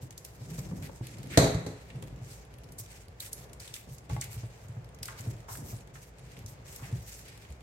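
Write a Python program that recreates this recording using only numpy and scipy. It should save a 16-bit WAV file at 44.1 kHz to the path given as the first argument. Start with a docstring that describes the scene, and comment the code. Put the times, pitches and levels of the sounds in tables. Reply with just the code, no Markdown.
"""Under a chair on a wooden floor in a live room, puppies tug a plush toy, heard close up by a phone.
Paws thump by ringing the floor boards; claws and teeth tick as short bursts of filtered noise.
Fur and plush rub in strokes of grainy noise, bodies scrape, paws slide, the chair is bumped and rings.
Once something wooden bangs down hard, rattles and settles as a run of blows with ringing modes.
The house murmurs below as steady low noise."""
import sys
import numpy as np
from scipy import signal
from scipy.fft import rfft, irfft
from scipy.io import wavfile
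from scipy.ndimage import uniform_filter1d

SR = 44100
rng = np.random.default_rng(int(sys.argv[2]) if len(sys.argv) > 2 else 0)


def dump_mix(stems):
    """Bounce the given channels to the path in sys.argv[1] as a 16-bit WAV at rate SR."""
    frames = np.atleast_2d(stems).T  # one column per channel
    limited = np.clip(frames, -1, 1)  # hard clip at full scale
    pcm = np.round(limited * 32767).astype(np.int16)
    wavfile.write(sys.argv[1], SR, pcm)


N = 336042
T = np.arange(N) / SR
RING = T[:SR]  # one second, the longest that a single event sounds


# floor board modes: pitch_hz [Hz], level_db [dB], t60_s [s]; the bang rings them too
BOARD_MODES = [(63.8, -23, 0.75), (91, -25.5, 0.21), (114.3, -3, 0.22), (126.6, 6.5, 0.16),
               (163.7, 3.5, 0.23), (197, -13.5, 0.18), (296, -4.5, 0.074), (420, -39.5, .08)]
# paws landing: start_s [s], level_db [dB before gain], boom_hz [Hz], slap_db [dB against the landing]
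PAW_LANDINGS = [(0.025, -31, 122.5, -34), (0.413, -33, 124, -9), (0.511, -31, 158, -12),
                (0.583, -27, 132.6, -10), (0.713, -28.5, 167.5, -7), (1.006, -26.5, 117.6, -30),
                (1.18, -37.5, 129, -5.5), (1.952, -30.5, 133.6, -11), (2.026, -33, 131, -4),
                (2.124, -34.5, 126.5, -17), (2.213, -31, 121, -17.5), (2.798, -35.5, 112.5, -10),
                (3.078, -39, 90, -9), (3.905, -34.5, 130.7, -16), (4.097, -25.5, 70, -18),
                (4.12, -21.5, 122.5, -15), (4.171, -26.5, 124, -13), (4.276, -35.5, 103, -14),
                (4.34, -33, 68, -18), (4.365, -28.5, 111.5, -14), (4.432, -28, 112, -10),
                (4.647, -35.5, 104, -14), (4.691, -30.5, 116.5, -23), (4.766, -28, 116, -15),
                (5.009, -33.5, 116.7, -17), (5.197, -33, 112, -11.5), (5.27, -22.5, 114.6, -38),
                (5.506, -38.5, 110, -20), (5.591, -36, 142, -10), (5.727, -28, 111, -10),
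                (6.439, -32.5, 95.7, -19), (6.822, -32, 127, -9), (6.924, -21, 117.3, -33),
                (6.96, -33.5, 69, -24), (7.494, -31.5, 70, -20)]


def paws(contact_s=0.0047, board_hz=118, pad_t60=0.081, pad_db=-2, gain_db=-3, roll_s=0.00839, roll_db=-1):
    """Soft pads push the boards, whose pitch depends on the spot, and slap them more or less hard."""
    out = np.zeros((2, N))
    for start_s, level_db, boom_hz, slap_db in PAW_LANDINGS:
        stretch = boom_hz / board_hz
        boom = undb(level_db + gain_db) * push(ring(BOARD_MODES, stretch), contact_s)
        slap = peak(band(diffuse(size=SR) * fade(pad_t60), 318, 2.33, order=2))
        add(out, start_s, boom + undb(level_db + slap_db + pad_db) * slap)
        # the weight rolls on after the toes
        add(out, start_s + roll_s / stretch, undb(roll_db) * boom)
    return room(out, wet_db=-9)


# claws and teeth: start_s [s], level_db [dB before gain], bright_hz [Hz, centre of the snap],
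# body_db [dB against the snap, before its own gain]
CLAW_TICKS = [(0.106, -38, 6940, -1), (0.177, -33, 7300, -30), (0.2479, -29.5, 12000, -11),
              (0.824, -38.5, 8270, 1), (1.068, -34, 10800, -1), (1.183, -43, 5000, -15),
              (1.23, -37.5, 7900, -2), (2.0236, -37.5, 8200, 1.5), (2.6402, -45.5, 5440, -13),
              (2.72, -39.5, 10600, -19), (2.7857, -33, 9250, -28), (3.2026, -27, 4330, -6),
              (3.261, -37, 3600, -26), (3.3298, -24.5, 9800, -28), (3.5308, -36, 7800, -6),
              (3.6, -35.5, 5100, -30), (3.676, -35.5, 3300, -5), (3.7389, -29, 3240, -27),
              (3.762, -33.5, 8300, 0.5), (3.982, -39.5, 6660, -6), (4.094, -43, 3700, -4),
              (4.2112, -24, 7440, -28), (4.221, -39, 6230, -9), (4.24, -31, 11300, -22),
              (4.683, -45, 7600, -10), (4.9454, -45, 6500, -21), (5.0291, -24.5, 5370, -6),
              (5.055, -28, 11700, -13), (5.0793, -34, 8800, -8), (5.2067, -38, 6950, -18),
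              (5.572, -33, 10800, -17), (6.3663, -46.5, 2800, 7), (6.3894, -43, 11500, -3),
              (6.4606, -34, 6160, -24), (6.76, -30.5, 11700, -20)]


def ticks(gain_db=2, faint_db=-44.0, scatter_db=3, count=70):
    """Claws and teeth tick clearly, among many faint ticks from the rest of the litter."""
    out = np.zeros((2, N))
    for start_s, level_db, bright_hz, body_db in CLAW_TICKS:
        add(out, start_s + 0.0012, undb(level_db + gain_db) * tick(bright_hz, body_db))
    for when, pitch, size in rng.random((count, 3)):
        level = undb(faint_db + scatter_db * (2 * size - 2.0))
        add(out, when * T[-1], level * tick(5000 * 2 ** pitch, 1.1))
    return room(out, wet_db=-7.5)


def tick(bright_hz, low_db, snap_t60=0.016, skid_t60=0.1, skid_db=-17, grit_db=4, body_db=-5, ring_db=-4,
         pan_db=2):
    """A hard point snaps and rings briefly, then skids on with a gritty, uneven force."""
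    t = RING[:SR // 8]
    grit = undb(grit_db * rng.standard_normal(len(t)))
    envelope = fade(snap_t60, t) + grit * undb(skid_db) * fade(skid_t60, t)
    force = rng.standard_normal((2, len(t))) * envelope
    snap = peak(band(band(force, bright_hz, 3.0), 7020, 1.77, order=3))
    short_ring = peak(band(force, bright_hz, 1.148, order=2))
    bright = peak(snap + undb(ring_db) * short_ring)
    body = peak(band(force, 2720, 1.42, order=2))
    sides = undb(pan_db * rng.standard_normal() * np.array([[.5], [-.5]]))
    return sides * (bright + undb(low_db + body_db) * body)


# strokes of fur and plush: start_s [s], rise_s [s], fall_s [s], hiss_db [dB before gain],
# coarse_db [dB before gain]
RUB_STROKES = [(0.0, 0.031, 0.033, -53, -63), (.1, 0.34, 1.2, -57.5, -65), (.47, 0.046, 0.19, -53, -57),
               (.55, 0.038, 0.011, -46, -55.5), (0.816, 0.022, 0.045, -49, -49),
               (1.0, 0.038, 0.66, -59.5, -57), (1.29, 0.026, 0.087, -50, -46),
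               (1.75, 0.017, 0.87, -66, -63.5), (2.19, .12, 0.085, -52, -61),
               (2.776, 0.018, 0.054, -46, -63), (2.8, .15, 0.082, -53, -55.5),
               (3.198, 0.043, 0.076, -46.5, -53), (3.32, 0.096, 0.041, -53.5, -59.5),
               (3.595, 0.007, 0.26, -52, -55.5), (3.735, 0.0057, 0.068, -46, -53),
               (3.869, .08, 0.017, -50.5, -72), (4.09, 0.0099, 0.15, -53, -54),
               (4.21, .015, 0.066, -51.5, -49.5), (4.27, 0.066, 0.056, -47, -56),
               (4.33, 0.018, 0.39, -59.5, -61), (5.028, 0.008, 0.14, -53.5, -55),
               (5.12, 0.096, .16, -53.5, -57.5), (5.459, 0.076, 0.073, -45.5, -63.5),
               (5.59, .11, .085, -50.5, -62), (5.93, .02, 0.047, -55.5, -63.5),
               (5.99, .04, 0.055, -53.5, -61), (6.1, 0.17, 0.32, -62, -60.5),
               (6.46, 0.037, 0.032, -49, -69), (6.62, 0.084, 0.35, -51.5, -57.5),
               (7.01, 0.016, 0.078, -50, -59.5), (7.05, 0.054, 0.14, -50, -56.5),
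               (7.2, 0.099, .19, -54.5, -53)]
# spectrum of the fine fibre hiss: pitch_hz [Hz], level_db [dB per Hz]
FUR_SPECTRUM = [(1500, -24), (2600, -6), (4200, -2.5), (5300, 1), (7000, 2), (8400, 2.5), (9800, -6.5),
                (12500, -1), (14500, -13), (16000, -7.5)]
# spectrum of the coarse plush rub: pitch_hz [Hz], level_db [dB per Hz]
COARSE_SPECTRUM = [(700, -27), (1300, 5.5), (2300, 12), (3300, 4.5), (5000, 2.5), (9000, -53.5)]
# the brush of fur that goes with every clear tick; its level is set against the tick
BRUSH_DB, BRUSH_RISE_S, BRUSH_FALL_S = -21.5, 0.0046, 0.021


def rubbing(fibre_db=2.0, stroke_db=2.24, hiss_gain_db=-1, coarse_gain_db=-2, wander_db=1.94,
            brisk=0.34, calm_db=-56, light=0.2, even_db=3,
            rest_hiss_db=-76, rest_coarse_db=-70, fidget_db=1.0):
    """Fibres catch and let go in dense tiny grains, brighter in brisk and in light strokes."""
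    # the litter fidgets faintly between strokes
    fidget = fidget_db * walk(17)
    hiss = undb(rest_hiss_db + fidget)
    coarse = undb(rest_coarse_db + fidget / 2)
    for start_s, rise_s, fall_s, hiss_db, coarse_db in RUB_STROKES:
        speed = stroke(start_s, rise_s, fall_s)
        hiss = np.hypot(hiss, undb(hiss_db) * speed)
        coarse = np.hypot(coarse, undb(coarse_db) * speed)

    brushes = np.zeros((1, N))
    brush = stroke(0, BRUSH_RISE_S, BRUSH_FALL_S)[:SR]
    for start_s, level_db, _, _ in CLAW_TICKS:
        # the fur touches just before the claw
        add(brushes, start_s - BRUSH_RISE_S, undb(level_db + BRUSH_DB) * brush)
    hiss = np.hypot(hiss, brushes[0])

    grains = unit(undb(fibre_db * walk(1500) + stroke_db * walk(60)))
    brisk_tilt = brisk * np.maximum(20 * np.log10(hiss) - calm_db, 0)
    light_tilt = light * (20 * np.log10(hiss / coarse) - even_db)
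    tilt = brisk_tilt + light_tilt  # dB per octave
    fine = 0
    for hz in np.geomspace(2800, 13400, 5):
        part = band(diffuse(), hz, 1.22, order=2)
        fine = fine + part * undb(wander_db * walk(30) + tilt * np.log2(hz / 7000))
    fine = unit(colour(fine * grains, FUR_SPECTRUM)) * hiss * undb(hiss_gain_db)
    rough = unit(colour(diffuse() * grains, COARSE_SPECTRUM)) * coarse * undb(coarse_gain_db)
    return fine + rough


SLOWING = 1.6  # how a stroke ends: 1 = it peters out, 2 = it is braked


def stroke(start_s, rise_s, fall_s):
    """Speed of one sliding movement, 0 to 1: it gathers pace, then slows to rest."""
    t = T - start_s
    gather = np.sin(np.pi / 2 * np.clip(t / rise_s, 0, 1)) ** 2
    return gather * np.exp(-(np.maximum(t - rise_s, 0) / fall_s) ** SLOWING)


# scrapes and bumps of bodies and toy: start_s [s], level_db [dB before gain], centre_hz [Hz],
# rise_s [s], t60_s [s]
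BODY_SCRAPES = [(0.893, -33.5, 500, 0.0012, 0.03), (1.008, -30, 230, 0.0012, 0.053),
                (1.309, -32, 1900, 0.031, 0.35), (1.901, -37, 2320, 0.0016, 0.044),
                (4.098, -40, 895, 0.0072, 0.065), (4.218, -31, 2200, 0.001, 0.075),
                (5.081, -28.5, 1350, 0.0057, 0.047), (5.095, -39.5, 1050, 0.0076, 0.53),
                (5.262, -36.5, 372, 0.0011, 0.058), (5.482, -36.5, 930, 0.0031, 0.29),
                (5.552, -36.5, 1680, .001, 0.025), (5.951, -40.5, 1590, 0.0045, 0.098),
                (6.79, -42, 1000, 0.0038, 0.14), (6.82, -42, 720, 0.012, 0.57),
                (6.822, -40, 1990, 0.016, 0.49), (7.449, -42, 2000, 0.00092, .04)]


def scrapes(gain_db=-1):
    """Brief friction that swells and dies in one broad resonance."""
    out = np.zeros((2, N))
    for start_s, level_db, centre_hz, rise_s, t60_s in BODY_SCRAPES:
        swell = np.minimum(RING / rise_s, 1) * fade(t60_s, np.maximum(RING - rise_s, 0))
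        rasp = band(band(diffuse(size=SR) * swell, centre_hz, 1.25), centre_hz, 2.2)
        add(out, start_s, undb(level_db + gain_db) * peak(rasp))
    return room(out, wet_db=-4)


# paws sliding over the boards: start_s [s], rise_s [s], fall_s [s], level_db [dB before gain]
PAW_SLIDES = [(0.0, 0.031, 0.089, -47), (.25, 0.29, 0.27, -45), (.48, 0.29, .15, -38.5),
              (1.0, 0.32, 0.091, -39.5), (1.88, .1, 0.3, -44), (2.58, 0.11, 0.1, -47.5),
              (3.865, 0.0092, 0.026, -43), (4.08, 0.022, 0.096, -40), (5.15, 0.14, .07, -44),
              (5.56, 0.037, .22, -42.5), (6.3, 0.1, 0.13, -50), (6.85, 0.087, .06, -43)]
# spectrum of the boards under a sliding paw: pitch_hz [Hz], level_db [dB per Hz]
DRAG_SPECTRUM = [(29, -55), (50, -14.5), (112, -1), (162, -2), (210, -11), (277, -10.5), (304, -15),
                 (339, -14), (2000, -47), (2600, -78), (4400, -120)]


def shuffling(judder_db=1.0, gain_db=-2, rest_db=-58, fidget_db=2):
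    """Paws slide and judder, drumming lightly on the boards; the other puppies pad about faintly."""
    level = undb(rest_db + fidget_db * walk(8))
    for start_s, rise_s, fall_s, level_db in PAW_SLIDES:
        level = np.hypot(level, undb(level_db) * stroke(start_s, rise_s, fall_s))
    juddering = diffuse() * undb(judder_db * walk(90))
    return unit(colour(juddering, DRAG_SPECTRUM)) * level * undb(gain_db)


# light knocks against the chair: start_s [s], level_db [dB]
CHAIR_KNOCKS = [(4.099, -35), (4.165, -32)]
# what the chair rings with: pitch_hz [Hz], level_db [dB], t60_s [s]
CHAIR_MODES = [(833, 4, 0.072), (910, -6, 0.093), (1112, -2, 0.063), (2060, -2, .035)]


def knocks(contact_s=0.00032, tap_t60=0.014, tap_db=0):
    """A puppy bumps the chair: a dull tap and a short wooden ring."""
    out = np.zeros((2, N))
    for start_s, level_db in CHAIR_KNOCKS:
        tap = peak(band(diffuse(size=SR) * fade(tap_t60), 890, 1.23))
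        wood = push(ring(CHAIR_MODES), contact_s)
        add(out, start_s, undb(level_db) * (wood + undb(tap_db) * tap))
    return room(out, wet_db=-5)


# blows of the bang: start_s [s], boom_db [dB], wood_db [dB], crack_db [dB]
BANG_BLOWS = [(1.3737, -9, -14.5, -3), (1.387, -25, -30, -21.5), (1.419, -28, -21, -26),
              (1.4258, -17, -20.5, -21), (1.442, -33, -23.5, -20.5), (1.546, -17.5, -38, -27.5),
              (1.617, -31, -52, -57), (1.664, -28.5, -33.5, -27.5)]
# what the struck wood rings with: pitch_hz [Hz], level_db [dB before the scatter], t60_s [s]
WOOD_MODES = [(249.6, -5, 0.41), (280.9, 2, 0.39), (347, -5, .25), (410, -5, 0.43), (424, -3.5, 0.53),
              (507, -4.5, 0.36), (563, -2.5, 0.41), (655, -1, 0.21), (780, -9.5, 0.27), (830, -11, 0.352),
              (1680, -42, .6), (1990, -20, 0.29), (3900, -18, 0.55), (3970, -15, 0.28), (5710, -25, 0.27)]
# spectrum of the crack, bright in two broad bands: pitch_hz [Hz], level_db [dB per Hz]
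CRACK_SPECTRUM = [(120, -42), (220, 2), (480, 5), (680, 1), (1000, -9), (1500, -13), (2000, -11.5),
                  (2950, -20.5), (3700, -13.5), (4250, -7.5), (5300, -20), (6300, -11), (8200, -16.5),
                  (9500, -22), (13600, -25.5), (16000, -66)]


def bang(crack_t60=0.038, contact_s=0.0044, spot_db=-3.5, tail_db=0):
    """Wood hits the floor and rebounds: each blow cracks, rings the wood and booms the boards."""
    out, booms = np.zeros((2, N)), np.zeros((2, N))
    boom = push(ring(BOARD_MODES), contact_s)
    for start_s, boom_db, wood_db, crack_db in BANG_BLOWS:
        # every blow lands on another spot, which weights the modes anew and has its own echo
        signs = rng.choice([-1, 1], len(WOOD_MODES))
        weights = signs * undb(spot_db * rng.standard_normal(len(WOOD_MODES)))
        wood = peak(sum(weight * ring([mode]) for weight, mode in zip(weights, WOOD_MODES)))
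        direct = unit(diffuse(size=SR) * fade(crack_t60)) / np.sqrt(SR)
        crack = peak(colour(direct + undb(tail_db) * echo(), CRACK_SPECTRUM))
        add(out, start_s, undb(wood_db) * wood + undb(crack_db) * crack)
        add(booms, start_s, undb(boom_db) * boom)
    return out + room(booms, wet_db=-5.0)


# spectrum of the house murmur: pitch_hz [Hz], level_db [dB per Hz]
AIR_SPECTRUM = [(25, -22.5), (55, 8), (80, -5.5), (120, 3.5), (200, -14), (300, -19), (430, -10.5),
                (800, -18), (1260, -25), (2000, -27), (4000, -39.5), (7000, -38.5), (12000, -65),
                (16000, -51)]
AIR_DB = -50.5


def air(swell_db=1):
    """The low murmur of the house: shaped noise that swells slightly."""
    return unit(colour(diffuse(), AIR_SPECTRUM)) * undb(AIR_DB + swell_db * walk(2.737))


# how long the room rings: pitch_hz [Hz], t60_s [s]
ROOM_DECAY = [(100, 0.63), (500, 0.55), (2000, 0.66), (5000, 0.43), (14000, 0.39)]


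def echo(build_s=0.0033):
    """The room's diffuse answer to a click, of unit energy: it builds up fast, then each band decays."""
    spectrum, hz = rfft(diffuse(size=SR)), np.fft.rfftfreq(SR, 1 / SR)
    centres, t60s = np.transpose(ROOM_DECAY)
    # overlapping bands that add up to the whole spectrum
    shares = [at_hz(np.c_[centres, one], hz) for one in np.eye(len(centres))]
    tail = sum(irfft(spectrum * share, SR) * fade(t60) for share, t60 in zip(shares, t60s))
    return unit(tail * (1 - np.exp(-(RING / build_s) ** 2))) / np.sqrt(SR)


def room(x, wet_db):
    """The sound with its echo."""
    return x + undb(wet_db) * signal.fftconvolve(x.mean(axis=0)[None], echo(), axes=1)[:, :N]


# how unlike the phone's two ears hear diffuse sound: pitch_hz [Hz], side_db [dB]
STEREO_SPREAD = [(60, -23.5), (160, -15.5), (350, -8.5), (800, -0.5), (1500, 1), (15000, 0.5)]


def diffuse(size=N):
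    """Stereo noise, alike in the bass and unrelated in the treble."""
    mid, side = rng.standard_normal((2, size))
    side = colour(side, STEREO_SPREAD)
    return np.array([mid + side, mid - side])


def undb(db):
    """Decibels to gain."""
    return 10 ** (np.asarray(db) / 20)


def unit(x):
    """Scale to rms 1."""
    return x / np.sqrt(np.mean(x ** 2))


def peak(x):
    """Scale to peak 1."""
    return x / np.abs(x).max()


def at_hz(points, hz):
    """Read (Hz, value) points on a log-frequency axis."""
    f, value = np.transpose(points)
    return np.interp(np.log(np.maximum(hz, 1)), np.log(f), value)


def colour(x, points, size=4096):
    """Causal minimum-phase filter with the given (Hz, dB) spectrum."""
    gain = undb(at_hz(points, np.fft.rfftfreq(size, 1 / SR)))
    # folding the cepstrum forward makes the response start at once
    cepstrum = irfft(np.log(gain))
    cepstrum[1:size // 2] *= 2
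    cepstrum[size // 2 + 1:] = 0
    response = irfft(np.exp(rfft(cepstrum)))
    response = response.reshape((1,) * (x.ndim - 1) + (-1,))
    return signal.oaconvolve(x, response, axes=-1)[..., :x.shape[-1]]


def band(x, hz, ratio, order=1):
    """Band-pass from hz / ratio to hz * ratio, kept below the top of the spectrum."""
    edges = [hz / ratio, min(hz * ratio, .47 * SR)]
    return signal.sosfilt(signal.butter(order, edges, "band", fs=SR, output="sos"), x)


def fade(t60, t=RING):
    """Exponential decay of 60 dB in t60 seconds."""
    return np.exp(-np.log(1000) * t / t60)


def walk(rate):
    """Smooth random wander of rms 1, with about rate new values a second."""
    size = max(int(SR / rate), 1)
    steps = np.repeat(rng.standard_normal(N // size + 1), size)
    return unit(uniform_filter1d(steps, size)[:N])


def ring(modes, stretch=1):
    """Decaying modes, all set off by one push."""
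    return sum(undb(level_db) * np.sin(2 * np.pi * hz * stretch * RING) * fade(t60)
               for hz, level_db, t60 in modes)


def push(x, contact_s):
    """Soften a blow: the force rises and falls over the contact time."""
    force = np.sin(np.pi * np.clip((RING + 1 / SR) / contact_s, 0, 1)) ** 2
    return peak(signal.fftconvolve(x, force)[:len(x)])


def add(out, start_s, x):
    """Mix x into out from start_s on."""
    start = max(int(start_s * SR), 0)
    out[:, start:start + x.shape[-1]] += x[..., :N - start]


def scene():
    """All sources together."""
    puppies = paws() + ticks() + rubbing() + scrapes() + shuffling()
    return puppies + knocks() + bang() + air()


def record(dry):
    """The phone drops the deepest bass below 48 Hz and cuts the top above 15.9 kHz."""
    thin = signal.sosfilt(signal.butter(5, 48, "high", fs=SR, output="sos"), dry)
    return signal.sosfilt(signal.ellip(10, .2, 80, 15900, fs=SR, output="sos"), thin)


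dry = scene()
out = record(dry)
dump_mix(out)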